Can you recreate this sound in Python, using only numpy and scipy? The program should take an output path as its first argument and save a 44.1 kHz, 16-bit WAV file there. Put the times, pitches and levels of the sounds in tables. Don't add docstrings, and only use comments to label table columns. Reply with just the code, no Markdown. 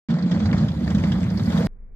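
import sys
import numpy as np
from scipy import signal
from scipy.fft import rfft, irfft, next_fast_len
from scipy.io import wavfile
from scipy.ndimage import uniform_filter1d

SR = 44100
rng = np.random.default_rng(int(sys.argv[2]) if len(sys.argv) > 2 else 0)


def master_out(mix):
    frames = np.transpose(np.atleast_2d(mix))
    ceiling = np.clip(frames, -1, 1)
    pcm = np.round(ceiling * 32767).astype(np.int16)
    wavfile.write(sys.argv[1], SR, pcm)


def amplitude_ratio(level_db):
    exponent = np.asarray(level_db, float) / 20
    return 10 ** exponent


N = 85995
T = np.arange(N) / SR

# time in seconds, boom level in dB, deep rumble in dB relative to the boom.
LOAD = [(0.09, -20, -36.5), (0.106, -13, -39.5), (0.164, -20.5, -30), (0.19, -23.5, -15),
        (0.25, -14, -24.5), (0.298, -24, -24.5), (0.316, -17, -14.5), (0.482, -17.5, -0.5),
        (0.632, -15.5, -9), (0.754, -26, 0.5), (0.824, -19, -8.5), (0.938, -18, -2.5), (1.414, -20.5, -6),
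        (1.492, -18.5, -0.5), (1.524, -20.5, -10.5), (1.554, -16, -7), (1.638, -19.5, -7.5),
        (1.66, -19.5, -0.5)]
# time in seconds, spray level in dB, level of the bend's hollow howl in dB.
NEAR = [(.09, -75.5, -52), (.3, -74.5, -47.5), (.5, -68, -47), (.75, -68, -57), (.95, -63, -63),
        (1.3, -65.5, -68.5), (1.5, -57.5, -57), (1.56, -57.5, -46.5), (1.6, -55, -30), (1.64, -61, -35),
        (1.67, -48, -36)]


def evened(x):
    return x / np.sqrt(np.mean(x ** 2) + 1e-20)


def steadied(x, span_s, share):
    power = uniform_filter1d(x[0] ** 2, round(span_s * SR)) + 1e-3
    return evened(x / power ** (share / 2))


def read(points, hz):
    f, value = np.transpose(points)
    return np.interp(np.log(hz + 1), np.log(f + 1), value)


def curve(rows, axis=1):
    rows = np.array(rows)
    return np.interp(T, rows[:, 0], rows[:, axis])


def add(mix, s, sound):
    part = mix[..., round(s * SR):][..., :sound.shape[-1]]
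    part += sound[..., :part.shape[-1]]


def lowpass(x, order, hz):
    return signal.sosfilt(signal.butter(order, hz, fs=SR, output="sos"), x)


def resonance(x, hz, width_hz):
    turn = np.exp(2j * np.pi * hz * np.arange(x.shape[-1]) / SR)
    r = np.exp(-np.pi * width_hz / SR)
    once = signal.lfilter([1 - r], [1, -r], x / turn)
    twice = signal.lfilter([1 - r], [1, -r], once)
    return (twice * turn).real


def ring(x, modes):
    return evened(sum(amplitude_ratio(db) * evened(resonance(x, hz, width_hz)) for hz, width_hz, db in modes))


def hiss(colour_db, patchy_db, flicker_db, size=512):
    frames = N * 4 // size + 5
    hz = np.fft.rfftfreq(size, 1 / SR)
    z = rng.standard_normal((frames, len(hz), 5)).T
    patches = uniform_filter1d(z[4], size=8, axis=0)
    patches = evened(uniform_filter1d(patches, size=8, axis=1))
    flicker = evened(uniform_filter1d(rng.standard_normal(frames), size=3))
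    level_db = colour_db(hz)[:, None] + patchy_db * patches + flicker_db * flicker
    field = (z[:2] + 1j * z[2:4]) * amplitude_ratio(level_db)
    return evened(signal.istft(field, nperseg=size, noverlap=size - size // 4)[1][:, :N])


def knocks(per_s, spread_db, wash):
    hit = (rng.random((2, N)) < per_s / SR) * rng.choice([-1., 1.], (2, N))
    size = amplitude_ratio(spread_db * np.minimum(rng.exponential(1, (2, N)), 4))
    return evened(hit * size) + wash * rng.standard_normal((2, N))


def still_air():
    # frequency in Hz, level in dB per Hz.
    still = [(30, -15.5), (60, -13.5), (110, -31.5), (190, -27), (300, -42.5), (450, -36), (620, -49),
             (800, -51), (2400, -59.5), (2800, -90), (16000, -93)]
    breeze_hz, sway_hz, breeze_db, wash_db = 26.2, 8.5, -40, -46.5
    sway = 1 + 0.35 * np.sin(2 * np.pi * sway_hz * (T - 1.68))
    throb = np.sqrt(2) * sway * np.sin(2 * np.pi * breeze_hz * (T - 1.7025))
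    common, side = hiss(lambda hz: read(still, hz), patchy_db=0.8, flicker_db=0.3, size=2048)
    wash = 0.71 * common + 0.53 * side * np.array([[1], [-1]])
    return amplitude_ratio(breeze_db) * throb + amplitude_ratio(wash_db) * wash


def spray(jolt):
    # frequency in Hz, level in dB per Hz.
    dust_colour = [(7000, -25), (8400, 1), (9300, -5.5), (10600, -1.5), (12200, 0), (14000, -5.5),
                   (15500, -8.5)]
    dust = hiss(lambda hz: read(dust_colour, hz), patchy_db=1.2, flicker_db=0.8)
    return dust * amplitude_ratio(curve(NEAR)) * jolt ** 0.12


def cracks():
    # start in seconds, peak level in dB, pitch in Hz.
    snaps = [(.1392, -37, 4500), (0.1855, -45.5, 4400), (0.3108, -34.5, 4470), (0.458, -41.5, 5000),
             (.5134, -31, 3200), (.7174, -36, 3530), (.877, -35, 4200), (.904, -32, 5400),
             (.949, -32, 6000), (0.9825, -33.5, 5500), (.9965, -46, 6000), (1.0368, -25, 2200),
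             (1.1, -51, 4200), (1.16, -50, 6400), (1.205, -37, 4900), (1.229, -39.5, 6800),
             (1.24, -39.5, 6500), (1.434, -36, 5000), (1.4931, -40, 5000), (1.5, -38, 6500),
             (1.583, -38, 7000)]
    crack_s, q = 0.0012, 2.5
    t = np.arange(600) / SR
    out = np.zeros((2, N))
    for (s, db, hz), noise in zip(snaps, rng.standard_normal((len(snaps), 2, len(t)))):
        edges = [hz / (1 + 0.5 / q), hz * (1 + 0.5 / q)]
        band = signal.butter(2, edges, "band", fs=SR, output="sos")
        snap = signal.sosfilt(band, noise * t * np.exp(-t / crack_s))
        add(out, s, amplitude_ratio(db) * snap / abs(snap[0]).max())
    return out


def steel_db(hz):
    # frequency in Hz, level in dB per Hz.
    slope = [(260, -30.5), (440, -16), (581, 0), (1130, -8), (1900, -9), (2640, -14), (4790, -16.5),
             (7930, -27), (9000, -51), (11700, -79), (19800, -120)]
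    # frequency in Hz, width in Hz, lift in dB.
    steel_modes = [(476, 72, 20.5), (670, 160, -2.5), (2690, 680, -6), (3390, 140, 5.5), (4630, 320, 1.5),
                   (5700, 600, -3), (6640, 390, 3)]
    lift = sum(db / (1 + (2 * (hz - f) / width) ** 2) for f, width, db in steel_modes)
    return read(slope, hz) + lift


def ice_ticks():
    size = amplitude_ratio(4.2 * np.minimum(rng.exponential(1, N), 4))
    hits = (rng.random(N) < 260 / SR) * size
    return signal.lfilter([1], [1, -np.exp(-1 / (0.0015 * SR))], hits)


def joint_clacks():
    # start in seconds, peak level in dB, ringing pitch in Hz, body level in dB.
    joints = [(0.0995, -33, 3360, -27.5), (0.1393, -68, 4200, -29.5), (0.185, -32.5, 4380, -28.5),
              (0.222, -30.5, 4530, -59.5), (0.3132, -22, 3300, -26.5), (0.3347, -51, 3100, -37.5),
              (0.4015, -31.5, 3980, -27.5), (0.455, -25.5, 4250, -24), (0.5268, -17.5, 1800, -25.5),
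              (0.5781, -28, 4180, -39.5), (0.6, -35, 4400, -33), (0.6414, -35, 3240, -33),
              (0.6811, -26, 3380, -53), (0.8386, -37.5, 4550, -37.5), (0.8757, -38.5, 4130, -31.5),
              (0.9003, -27.5, 3270, -35.5), (0.946, -24, 3560, -28), (0.9816, -32, 2400, -53),
              (1.0355, -33.5, 3580, -24), (1.1171, -23, 3130, -45.5), (1.229, -27.5, 2220, -42),
              (1.299, -32, 5070, -55), (1.371, -27, 4690, -57), (1.3934, -28, 3750, -37),
              (1.4553, -30, 4670, -55), (1.5005, -29.5, 3250, -30), (1.519, -24.5, 3380, -38),
              (1.5723, -21, 3430, -39), (1.6187, -27.5, 3120, -44.5)]
    t = np.arange(3000) / SR
    crunch, chink = np.zeros(N), np.zeros((2, N))
    fall = np.exp(-t / 0.0031) + 0.22 * np.exp(-t / 0.055)
    surge = np.minimum(t / 0.0019, 1) * fall
    strike = np.minimum(t / 0.0036, 1) * np.exp(-t / 0.0099)
    for (s, db, hz, body_db), noise in zip(joints, rng.standard_normal((len(joints), 2, len(t)))):
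        add(crunch, s, amplitude_ratio(2 * (body_db - 4.5)) * surge)
        modes = [(hz, 900, 0), (4700, 1500, -10), (1700, 1400, -5)]  # Hz, width Hz, dB
        rung = sum(amplitude_ratio(lift_db) * resonance(noise * strike, f, width) for f, width, lift_db in modes)
        add(chink, s, amplitude_ratio(db - 4.5) * rung / abs(rung[0]).max())
    return crunch, chink


def runners():
    # time in seconds, scrape level in dB.
    press = [(.09, -40.5), (.2, -46), (.3, -40), (.45, -39.5), (.51, -46.5), (.56, -38.5), (.62, -38.5),
             (.68, -43.5), (.76, -44), (.88, -41.5), (1.0, -40), (1.15, -39.5), (1.34, -43), (1.45, -40.5),
             (1.55, -35.5), (1.63, -35), (1.67, -35)]
    scrape = hiss(steel_db, patchy_db=1.95, flicker_db=1.0)
    grit = amplitude_ratio(-14) * ice_ticks()
    crunch, chink = joint_clacks()
    base = amplitude_ratio(curve(press))
    pressure = np.sqrt(base ** 2 + crunch)
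    dull = lowpass(scrape, 2, 2500)
    bright = scrape - dull
    smooth = dull * pressure + bright * base ** 0.51 * pressure ** 0.5
    gritty = lowpass(grit * smooth, 4, 7000)
    return smooth + gritty + chink, pressure / base


def howl():
    # frequency in Hz, width in Hz, level in dB.
    howl_modes = [(481, 17, 1.5), (538.5, 48, -2.5), (619, 49, -3)]
    return ring(knocks(per_s=340, spread_db=2.5, wash=0.66), howl_modes) * amplitude_ratio(curve(NEAR, axis=2))


def deep_rumble():
    # frequency in Hz, width in Hz, level in dB.
    deep_modes = [(81, 25, 1), (99.4, 31.2, 6.5), (146.1, 60, -3)]
    shaken = ring(knocks(per_s=95, spread_db=4.5, wash=0.71), deep_modes)
    return steadied(shaken, span_s=0.1, share=1.0) * amplitude_ratio(curve(LOAD) + curve(LOAD, axis=2) - 2.6)


def heavy_bumps():
    # start in seconds, peak level in dB, pitch in Hz, swell time in seconds.
    thuds = [(0.103, -11, 175, .0055), (0.137, -15, 164, .012), (0.237, -12, 170, .011),
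             (0.318, -10, 191, .0055), (0.339, -14, 183, .004), (0.359, -14, 186, .007),
             (0.41, -14, 205, .014), (0.445, -17, 105, .012), (0.463, -16, 207, .006),
             (0.49, -16, 140, .007), (0.515, -15, 225, .009), (0.538, -9, 178, .007),
             (0.575, -14, 150, .006), (0.606, -11, 156, .007), (0.622, -14, 205, .009),
             (0.639, -9, 164, .0055), (0.675, -15, 190, .006), (0.706, -16, 145, .006),
             (0.785, -18, 167, .006), (0.836, -15, 178, .009), (0.873, -14, 188, .0055),
             (0.905, -15, 185, .008), (0.945, -7, 194, .0055), (0.969, -12, 183, .0055),
             (1.005, -15, 185, .007), (1.039, -11, 178, .01), (1.07, -13, 185, .012),
             (1.106, -14, 175, .006), (1.119, -12, 159, .0055), (1.16, -16, 185, .008),
             (1.225, -14, 191, .008), (1.25, -18, 125, .01), (1.271, -17, 182, .014),
             (1.31, -18, 188, .012), (1.345, -15, 200, .012), (1.42, -17, 110, .007),
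             (1.445, -16, 178, .006), (1.472, -14, 220, .01), (1.543, -13, 190, .007),
             (1.574, -13, 180, .01), (1.612, -15, 135, .006), (1.646, -12, 180, .007),
             (1.6592, -16, 72, .011)]
    t = np.arange(0, 0.1, 1 / SR)
    bumps, held = np.zeros(N), np.zeros(N)
    for s, db, hz, swell_s in thuds:
        u = t / swell_s
        swing = amplitude_ratio(db + 15.5) * u ** 2 * np.exp(-1.9 * u)
        add(bumps, s, -swing * np.sin(2 * np.pi * hz * t))
        add(held, s, swing)
    return bumps, held


def boom():
    # frequency in Hz, width in Hz, level in dB.
    boom_modes = [(178.2, 31.7, 0), (211.8, 75, 1.5), (287, 50.4, -11.5)]
    shaken = ring(knocks(per_s=170, spread_db=3.5, wash=0.66), boom_modes)
    body = steadied(shaken, span_s=0.03, share=0.48) * amplitude_ratio(curve(LOAD) - 4.0)
    bumps, held = heavy_bumps()
    body = body / (1 + 0.45 * held / amplitude_ratio(curve(LOAD)))
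    direct_and_scattered = np.array([[1], [0.3]])
    return body + direct_and_scattered * bumps + deep_rumble() + howl()


def ports(pair):
    # frequency in Hz, shared part from 0 to 1.
    likeness = [(60, 0.98), (250, 1), (500, 0.81), (1000, 0.35), (2000, 0.92), (4000, 0.25), (8000, 0.43),
                (15000, 0.17)]
    # frequency in Hz, left over right in dB.
    balance = [(60, -1), (130, 0.5), (290, -3.5), (640, -3), (1400, 2), (2500, 1), (4500, -3.5), (8500, 1),
               (13000, -2)]
    gap_s, low_cut_hz, top_hz = 0.00011, 48, 15400
    size = next_fast_len(N)
    hz = np.fft.rfftfreq(size, 1 / SR)
    direct, scattered = rfft(pair, size)
    same = np.clip(read(likeness, hz), 0, 1)
    lean = amplitude_ratio(read(balance, hz) / 2)
    right = same * direct + np.sqrt(1 - same ** 2) * scattered
    right = right * np.exp(-2j * np.pi * hz * gap_s)
    band = 1 / (1 + (low_cut_hz / (hz + 1)) ** 4) / (1 + (hz / top_hz) ** 80)
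    return irfft(band * np.array([direct * lean, right / lean]), size)[:, :N]


def scene():
    cut_in_s, fade_in_s, cut_out_s, fade_out_s = 0.0862, 0.0006, 1.6696, 0.0001
    steel, jolt = runners()
    steel = lowpass(steel + cracks(), 10, 8350)
    sled = ports(boom() + steel + spray(jolt))
    before = np.clip((T - cut_in_s) / fade_in_s, 0, 1)
    after = np.clip((T - cut_out_s) / fade_out_s, 0, 1)
    return sled * before * (1 - after) + still_air() * after


def low_pass(x):
    return signal.sosfilt(signal.butter(12, 16370, fs=SR, output="sos"), x)


def record(dry):
    ceiling = 0.75
    mix = ceiling * np.tanh(dry / ceiling)
    return low_pass(mix)


dry = scene()
out = record(dry)
master_out(out)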